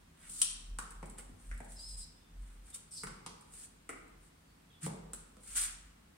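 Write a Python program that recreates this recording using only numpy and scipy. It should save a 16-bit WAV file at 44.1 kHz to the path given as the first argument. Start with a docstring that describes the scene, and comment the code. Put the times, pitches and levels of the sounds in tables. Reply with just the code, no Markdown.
"""Stiletto heels click close by on a tiled floor as their wearer steps and turns in a bare room.
Soles clop as noise bursts in resonant bands, scuff as grainy friction noise and squeak as
wavering stick-slip tones; one loaded sole judders and sets the floor booming.
Walls and ceiling answer with echoes and a diffuse tail.
Underneath, a deep sine hum swells and fades among low room noise and still air."""
import sys
import numpy as np
from scipy import signal
from scipy.fft import rfft, irfft, next_fast_len
from scipy.io import wavfile
from scipy.ndimage import map_coordinates

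SR = 44100
rng = np.random.default_rng(int(sys.argv[2]) if len(sys.argv) > 2 else 0)


def file_out(sig):
    """Save sig as 16-bit WAV at sys.argv[1]."""
    # one column per channel
    cols = np.atleast_2d(sig).T
    # limit, then scale
    lim = np.clip(cols, -1, 1)
    pcm = np.round(lim * 32767).astype(np.int16)
    wavfile.write(sys.argv[1], SR, pcm)


N = 272097  # scene length in samples

THUMP_HZ = 173  # thump of a light graze
TICK_CLACK_HZ, TICK_T60_S = 1190, 0.025
# Graze layers relative to the tip's sizzle, except the clop, which is relative to the clack
TICK_WEIGHT_DB, TICK_CLACK_DB, TICK_SNAP_DB, TICK_CLOP_DB = -18, -18.5, -13.5, -6

# Shoe landings; levels are before the layer trims in contact().
# Columns: t/s, body weight level/dB, clack level/dB, flat-sole clop level/dB, snap level/dB,
# tip sizzle level/dB, thump f/Hz, clack f/Hz, contact t60/s
LANDINGS = [(0.416, -71, -53, -73, -35.5, -29, 180, 1240, 0.042),
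            (0.786, -55.5, -43, -87, -52.5, -43.5, 175, 1236, 0.019),
            (1.027, -48.5, -51, -59.5, -67, -63.5, 171, 860, 0.047),
            (1.183, -60.5, -61, -63.5, -64, -50, 166, 1050, 0.51),
            (1.292, -52.5, -74, -85, -93, -73, 85, 910, 0.017),
            (1.513, -64.5, -52, -67, -67, -66, 190, 1630, 0.0092),
            (1.603, -55, -52.5, -58, -72.5, -62, 205.3, 670, 0.026),
            (3.034, -48.5, -48.5, -50.5, -62, -46, 154, 1140, 0.059),
            (3.069, -62, -50, -65, -57, -56, 170, 1240, 0.03),
            (3.262, -54, -50, -60, -51.5, -53, 166, 1031, 0.015),
            (3.891, -50, -46, -47.5, -59.5, -48.5, 334, 1214, 0.048),
            (4.862, -41.5, -45.5, -57.5, -54.5, -46.5, 175, 865, 0.034),
            (5.133, -60.5, -56, -83, -57.5, -43.5, 190, 1303, 0.023),
            (5.367, -62, -68.5, -83, -74, -70, 181, 1116, 0.019)]
# A heel tip grazing the tile with no weight on it. 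Columns: t/s, sizzle level/dB before trim
HEEL_TICKS = [(0.295, -51), (0.906, -54.5), (1.057, -58.5), (1.097, -56), (1.576, -60.5), (1.645, -60.5),
              (1.72, -56.5), (2.702, -58.5), (2.745, -61), (2.758, -50), (3.409, -62.5), (3.537, -56.5),
              (4.079, -72), (5.433, -60), (5.472, -63)]


def steps():
    """Full landings, and light grazes of the heel tip that all share one colour."""
    out = np.zeros((2, N))
    for s, *landing in LANDINGS:
        add(out, s, contact(*landing))
    for s, db in HEEL_TICKS:
        weight_db = db + TICK_WEIGHT_DB
        clack_db = db + TICK_CLACK_DB
        clop_db = clack_db + TICK_CLOP_DB
        snap_db = db + TICK_SNAP_DB
        graze = contact(weight_db, clack_db, clop_db, snap_db, db, THUMP_HZ, TICK_CLACK_HZ, TICK_T60_S)
        add(out, s, graze)
    return out


CLOP_HZ, SNAP_HZ, SIZZLE_HZ = 1868, 4210, 8710  # bands common to every contact
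KNOCK_OVER_THUMP, KNOCK_DB = 2.4, -3  # the sole's knock: pitch ratio and level relative to the thump
PIN_PAN_DB = 5  # left minus right

# Widths of the broad shoe and floor resonances: thump, knock, clack, clop, snap, sizzle.
# Column: width/octaves
RESONANCE_OCTAVES = [0.66, 0.63, 0.62, 0.51, 1.2, 0.41]
# Ringing modes of the heel pin. Columns: f/Hz, level/dB relative to the pin level, t60/s
PIN_MODES = [(2820, 0, .025), (3100, 0, .016), (5800, 0, .025), (8220, 12, .025), (9340, 21, .026)]


def contact(weight_db, clack_db, clop_db, snap_db, sizzle_db, thump_hz, clack_hz, t60):
    """A sharp blow and a brief crunch ring shoe and floor; the landing spot tunes thump and clack."""
    t = np.arange(SR // 5) / SR
    blow_samples = SR / 50

    def level_one(x):
        """Each side scaled to the energy of a 20 ms blow at rms 1."""
        return x * np.sqrt(blow_samples / np.sum(x ** 2, axis=1, keepdims=True))

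    rise = 1 - np.exp(-t / 0.0009)
    blow = amp(14 - 60 * t / 0.014)
    force = rise * (amp(-60 * t / t60) + blow)
    crunch = flattened(ports(rng.standard_normal((2, len(t))), side_db=-5.5) * force)
    crack = signal.sosfilt(signal.butter(2, 6000, "highpass", fs=SR, output="sos"), crunch)
    hit = amp(sizzle_db - 17.0) * level_one(crack)

    pitches = [thump_hz, KNOCK_OVER_THUMP * thump_hz, clack_hz, CLOP_HZ, SNAP_HZ, SIZZLE_HZ]
    levels = [weight_db, weight_db + KNOCK_DB, clack_db, clop_db, snap_db, sizzle_db]
    for hz, octaves, db in zip(pitches, RESONANCE_OCTAVES, levels):
        edges = np.clip(hz * 2 ** (np.array([-0.5, 0.5]) * octaves), 20, SR / 2 - 100)
        order = 3 if hz >= CLOP_HZ else 2
        band = signal.butter(order, edges, "bandpass", fs=SR, output="sos")
        ring = signal.sosfilt(band, crunch)
        if hz == thump_hz:
            ring[:] = ring.mean(axis=0)  # long waves reach both sides alike
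        hit += amp(db - 3.0) * level_one(ring)

    pin_db = snap_db + 2 * min(snap_db + 45.5, 0)  # a softer snap rings the pin far less
    for hz, db, ring_t60 in PIN_MODES:
        phase = 2 * np.pi * (hz * t + rng.random()) + rng.standard_normal((2, 1))
        tone = np.sin(phase + 0.7 * wobble(350, len(t)))
        decay = amp(pin_db + db - 60 * t / ring_t60)
        hit += panned(rise * decay * tone, PIN_PAN_DB)
    return in_room(hit, wet_db=3)


def flattened(burst):
    """A burst with spectral peaks and gaps evened out, so it has no pitch of its own, then faded."""
    spectrum = rfft(burst)
    t = np.arange(burst.shape[1]) / SR
    even = irfft(spectrum / (np.abs(spectrum) + 1e-9) ** 0.75, len(t))
    return even * amp(-60 * t / 0.2)


# Depth from which a stroke rises and to which it falls; its release
SCUFF_EDGE_DB, SCUFF_RELEASE_S = 19, 0.02

# Spectrum of fine friction, also heard in the squeaks. 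Columns: f/Hz, level/dB per Hz before scaling
HISS_SPECTRUM = [(1000, -56), (3000, -21.5), (6000, -17), (7300, -10.5), (8300, -3.5), (9400, -3.5),
                 (10300, -14.5), (12000, -22), (15500, -30.5)]
# Spectrum of gritty friction. Columns: f/Hz, level/dB per Hz before scaling
RASP_SPECTRUM = [(200, -32), (800, -8), (1100, -3.5), (1350, 4.5), (1800, 3), (2300, 2), (3200, -1),
                 (6000, -16.5), (12000, -22)]
# A sole dragging; hiss and rasp levels are before trim.
# Columns: t/s, attack/s, hold/s, hiss level/dB, rasp level/dB, swell over the hold/dB
DRAGS = [(0.151, 0.071, .06, -62, -64, -1), (0.232, 0.071, 0.11, -51.5, -74, 7),
         (1.167, .012, 0.017, -59.5, -62.5, 5), (1.334, 0.068, .15, -67, -76.5, 2),
         (1.658, 0.044, 0.028, -59, -88, 1), (2.33, 0.1, .15, -70.5, -73.5, -3),
         (2.611, .065, .03, -62.5, -72, 0), (2.73, 0.02, 0.012, -42, -61, -30),
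         (3.47, .075, .105, -56, -72, 3), (4.17, .07, .04, -69.5, -84, -1.5),
         (4.808, .023, .026, -46.5, -55, 1), (5.399, .085, .065, -52, -63, 3.5),
         (5.548, .013, .095, -32.5, -45.5, -5), (5.662, .012, .06, -52, -54, -10)]


def scuffs():
    """A dragged sole hisses; pressed harder, it rasps over the tile."""
    out = np.zeros((2, N))
    for s, attack, hold, hiss_db, rasp_db, swell_db in DRAGS:
        drag = stroke(attack, hold, SCUFF_RELEASE_S, swell_db, SCUFF_EDGE_DB)
        fine_rub = grit(len(drag), rate=1900, side_db=-0.5)
        hiss = amp(hiss_db - 1.0) * coloured(fine_rub, HISS_SPECTRUM)
        coarse_rub = grit(len(drag), rate=500, side_db=-12.5)
        rasp = amp(rasp_db - 2.5) * coloured(coarse_rub, RASP_SPECTRUM)
        scuff = panned(drag * (hiss + rasp), pan_db=0.8)
        add(out, s, in_room(scuff, wet_db=-1.5))
    return out


def grit(size, rate, side_db):
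    """Stereo friction: sparse grains, rate a second on average, break loose over a fine rub."""
    grains = rng.standard_normal((2, size)) * (rng.random(size) < rate / SR)
    pressure = amp(2 * wobble(300, size))
    rub = 1.54 * rng.standard_normal((2, size))
    return ports(unit(grains) + rub, side_db) * pressure


def stroke(attack, hold, release, swell_db, edge_db):
    """Gain of a rubbing stroke: it rises, swells or sags while held, and lets go."""
    times = np.cumsum(np.abs([0, attack, hold, release]))
    t = np.arange(int(times[-1] * SR)) / SR
    return amp(np.interp(t, times, [-edge_db, 0, swell_db, swell_db - edge_db]))


JUDDER_START_S, JUDDER_ATTACK_S, JUDDER_HOLD_S, JUDDER_RELEASE_S = 4.822, 0.0183, 0.0206, 0.0084
JUDDER_HZ, JUDDER_DB, JUDDER_SWELL_DB, JUDDER_EDGE_DB = 157.6, -43, 3.5, 23
FLOOR_HZ, FLOOR_DB, FLOOR_T60_S = 167.5, -52, 0.51


def judder():
    """Slow stick-slip under full weight grows until the sole lands; the floor rings on, a little higher."""
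    def tone(hz, t):
        """A sine with a weak octave, alike on both sides."""
        wave = np.sin(2 * np.pi * hz * t) + 0.13 * np.sin(4 * np.pi * hz * t)
        return unit(wave) * np.ones((2, 1))

    gain = stroke(JUDDER_ATTACK_S, JUDDER_HOLD_S, JUDDER_RELEASE_S, JUDDER_SWELL_DB, JUDDER_EDGE_DB)
    push = amp(JUDDER_DB) * gain
    t = np.arange(SR // 2) / SR
    boom = np.zeros((2, len(t)))
    add(boom, 0, push * tone(JUDDER_HZ, t[:len(push)]))
    floor_ring = amp(FLOOR_DB - 60 * t / FLOOR_T60_S) * tone(FLOOR_HZ, t)
    add(boom, JUDDER_ATTACK_S + JUDDER_HOLD_S, floor_ring)
    out = np.zeros((2, N))
    add(out, JUDDER_START_S, boom)
    add(out, JUDDER_START_S, amp(-11) * in_room(boom, wet_db=7.0))
    return out


SQUEAK_ATTACK_S, SQUEAK_RELEASE_S = 0.013, 0.02
SQUEAK_SETTLE_S = 0.018  # time constant of the slide onto pitch
SQUEAK_EDGE_DB, SQUEAK_SAG_DB = 8, 4  # depth of attack and release; loss over the hold
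SQUEAK_WAVER, SQUEAK_WAVER_PER_S = 0.0124, 44.6  # slow pitch unsteadiness: share, knots a second

# A sole sticking and slipping as it turns; tone levels are before trim.
# Columns: t/s, hold/s, starting f/Hz, settled f/Hz, lower tone level/dB, upper tone level/dB,
# pitch scatter/share
PIVOTS = [(1.732, 0.024, 4800, 5400, -76, -58, 0.018), (1.759, 0.0085, 5130, 5330, -56, -63, .017),
          (1.783, 0.083, 4450, 5190, -51.5, -54, 0.016), (1.881, .055, 5030, 5087, -55.5, -52, .022),
          (1.968, .033, 5100, 5054, -59.5, -49, 0.029), (2.007, .008, 4760, 5100, -52.5, -53, 0.06),
          (2.162, 0.1, 3600, 3526, -75.5, -94.5, .015), (2.726, 0.018, 3600, 3700, -63.5, -85, .025),
          (2.909, 0.048, 5450, 5200, -61, -50.5, 0.049), (2.953, 0.046, 5700, 4884, -48.5, -50, 0.092),
          (4.48, 0.038, 4554, 4500, -78, -93, 0.028), (4.7, 0.011, 3350, 3190, -64.5, -92.5, .045),
          (4.728, 0.02, 3610, 3330, -68, -92.5, 0.042)]


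def squeaks():
    """Stick-slip slides onto its pitch: two unsteady, inharmonic tones, a rough strand and some hiss."""
    def tone(pitch, scatter):
        """A sine whose pitch jitters fast by the scatter share."""
        jittered = pitch * (1 + scatter * wobble(1800, len(pitch)))
        return unit(np.sin(2 * np.pi * np.cumsum(jittered) / SR))

    out = np.zeros((2, N))
    for s, hold, start_hz, settled_hz, lower_db, upper_db, rough in PIVOTS:
        grip = stroke(SQUEAK_ATTACK_S, hold, SQUEAK_RELEASE_S, -SQUEAK_SAG_DB, SQUEAK_EDGE_DB)
        size = len(grip)
        slide = np.exp(-np.arange(size) / SR / SQUEAK_SETTLE_S)
        hz = settled_hz + (start_hz - settled_hz) * slide
        hz = hz * (1 + SQUEAK_WAVER * wobble(SQUEAK_WAVER_PER_S, size))
        song = amp(lower_db - 2.5) * tone(hz, rough)
        song += amp(upper_db - 4.5) * tone(1.59 * hz, 0.61 * rough)
        song += amp(lower_db - 14) * tone(0.82 * hz, 0.06)  # rough strand
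        song *= amp(2.5 * wobble(93, size))  # the grip comes and goes
        rub = grit(size, rate=880, side_db=-1.0)
        hiss = amp(upper_db - 3.5) * coloured(rub, HISS_SPECTRUM)
        add(out, s, in_room(grip * (song + hiss), wet_db=0.5))
    return out


# Nearby walls and ceiling. Columns: delay t/s before scatter, level/dB
EARLY_ECHOES = [(.0022, -34.5), (.0041, -5.5), (.0068, -9), (0.0114, -7.5), (0.014, -13.5)]
# Decay of the diffuse tail. Columns: f/Hz, t60/s
TAIL_T60 = [(150, 0.73), (500, 1), (1300, 0.84), (3000, 0.7), (6000, 0.56), (9000, 0.45), (15000, 0.16)]
# Colour of the diffuse tail. Columns: f/Hz, relative level/dB
TAIL_COLOUR = [(150, 1.5), (500, -1.5), (1300, -2.5), (3000, -2), (6000, -1), (9000, -4.5), (15000, 3.5)]


def in_room(sound, wet_db):
    """The sound with scattered early echoes and a decaying noise tail, both drawn anew each time."""
    noise = unit(ports(rng.standard_normal((2, SR)), side_db=-1.5))
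    hz, t, z = signal.stft(noise, SR, nperseg=256)
    fade = amp(along(TAIL_COLOUR, hz)[:, None] - 60 * t / along(TAIL_T60, hz)[:, None])
    tail = signal.istft(z * fade, SR, nperseg=256)[1][:, :SR]
    build_up = 1 - np.exp(-np.arange(SR) / SR / 0.0049)
    response = tail * build_up * amp(wet_db - 32.0)
    response[:, 0] += 1  # direct sound
    for delay, db in EARLY_ECHOES:
        arrival = (delay * SR * np.exp(0.08 * rng.standard_normal(2))).astype(int)
        response[[0, 1], arrival] += amp(db)
    return signal.fftconvolve(sound, response, axes=1)


HUM_FLUTTER_DB, HUM_FLUTTER_PER_S = 3.05, 11  # waver of the hum's level: size, knots a second

# Slow path of the deep hum, before waver and trim. Columns: t/s, level/dB, f/Hz
HUM_PATH = [(0.0, -64, 39), (0.19, -74, 35.7), (0.55, -57.5, 35.68), (0.81, -46.5, 40.37),
            (1.22, -49.5, 42.3), (1.31, -46.5, 44.8), (1.36, -60, 45.1), (1.49, -44.5, 45.1),
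            (1.84, -54, 46.67), (1.99, -46.5, 42.46), (2.25, -68, 42.4), (2.42, -46.5, 42.9),
            (2.58, -51.5, 44), (2.7, -64, 48.5), (2.89, -66, 49.2), (2.99, -76, 42.7), (3.08, -56.5, 42.47),
            (3.37, -69.5, 43.93), (4.18, -63, 42.36), (4.35, -74.5, 42.1), (4.52, -69, 47.95),
            (4.78, -78, 49.6), (5.05, -55, 44.6), (5.29, -67.5, 45.25), (5.52, -59.5, 46.8),
            (5.74, -55, 42.6), (5.91, -61, 50.7), (6.17, -79.5, 51.6)]
# Spectrum of still air. Columns: f/Hz, level/dB per Hz before scaling
AIR_SPECTRUM = [(60, -27), (120, -7), (200, -4.5), (270, -5.5), (330, -13), (600, -19.5), (1100, -18),
                (3400, -25), (6600, -30), (8600, -26), (11500, -34.5), (15800, -35.5)]


def background():
    """A deep sine hum wavers in pitch and level with rumble, over low room noise and still air."""
    s, level, pitch = np.transpose(HUM_PATH)
    t = np.arange(N) / SR
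    hz = np.interp(t, s, pitch) + 1.95 * wobble(13, N)
    phase = 2 * np.pi * np.cumsum(hz) / SR
    rumble_spectrum = [(15, -34), (42, -0.5), (60, -8.0), (110, -17.0), (400, -40), (2000, -100)]
    rumble = coloured(rng.standard_normal(N), rumble_spectrum)
    hum_db = np.interp(t, s, level) + HUM_FLUTTER_DB * wobble(HUM_FLUTTER_PER_S, N) - 0.5
    hum = amp(hum_db) * unit(np.sin(phase) + 0.2 * rumble)

    boom_spectrum = [(20, -19), (45, -10.0), (70, 4), (100, -2), (130, -18.5), (168, 4.5),
                     (190, -19.0), (500, -40.5)]
    boom = amp(-68.5) * coloured(rng.standard_normal(N), boom_spectrum)
    mid, side = coloured(rng.standard_normal((2, N)), AIR_SPECTRUM)
    air = amp(-67) * ports([mid, side], side_db=-1.0)
    return hum + boom + air


def amp(db):
    """Decibels to gain."""
    return 10 ** (np.asarray(db) / 20)


def unit(x):
    """Scale to rms 1."""
    return x / np.sqrt(np.mean(x ** 2) + 1e-20)


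def along(points, hz):
    """(f/Hz, value) points read on a log frequency axis."""
    f, v = np.transpose(points)
    return np.interp(np.log(hz + 1), np.log(f), v)


def wobble(rate, size):
    """A smooth random curve with rate knots a second."""
    knots = rng.standard_normal(int(size * rate / SR) + 4)
    return map_coordinates(knots, [np.arange(size) * rate / SR])


def filtered(x, response):
    """x with its spectrum multiplied by a response of frequency."""
    n = x.shape[-1]
    m = next_fast_len(n + 8192)  # padding keeps the end from wrapping onto the start
    return irfft(rfft(x, m) * response(np.fft.rfftfreq(m, 1 / SR)), m)[..., :n]


def coloured(x, spectrum):
    """x shaped by the given spectrum, at rms 1."""
    return unit(filtered(x, lambda hz: amp(along(spectrum, hz))))


def add(track, s, sound):
    """Mix a stereo sound into the track at time s."""
    part = track[:, max(int(s * SR), 0):][:, :sound.shape[1]]
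    part += sound[:, :part.shape[1]]


def ports(pair, side_db):
    """Left and right from a shared signal and a difference signal scaled by side_db."""
    side = amp(side_db) * pair[1]
    return np.array([pair[0] + side, pair[0] - side])


def panned(sound, pan_db):
    """The sound with its left side raised pan_db against its right."""
    return sound * amp([[pan_db / 2], [-pan_db / 2]])


def scene():
    """Feet and room together."""
    return steps() + scuffs() + judder() + squeaks() + background()


TOP_HZ = 15800  # band limit


def record(dry):
    """Two close ports hear the bass nearly alike; nothing passes above the band limit."""
    mid, side = (dry[0] + dry[1]) / 2, (dry[0] - dry[1]) / 2
    side_gain = [(60, -10.0), (170, -19.0), (320, 1.5)]  # f/Hz, level/dB
    side = filtered(side, lambda hz: amp(along(side_gain, hz)))
    return filtered(np.array([mid + side, mid - side]), lambda hz: hz < TOP_HZ)


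dry = scene()
out = record(dry)
file_out(out)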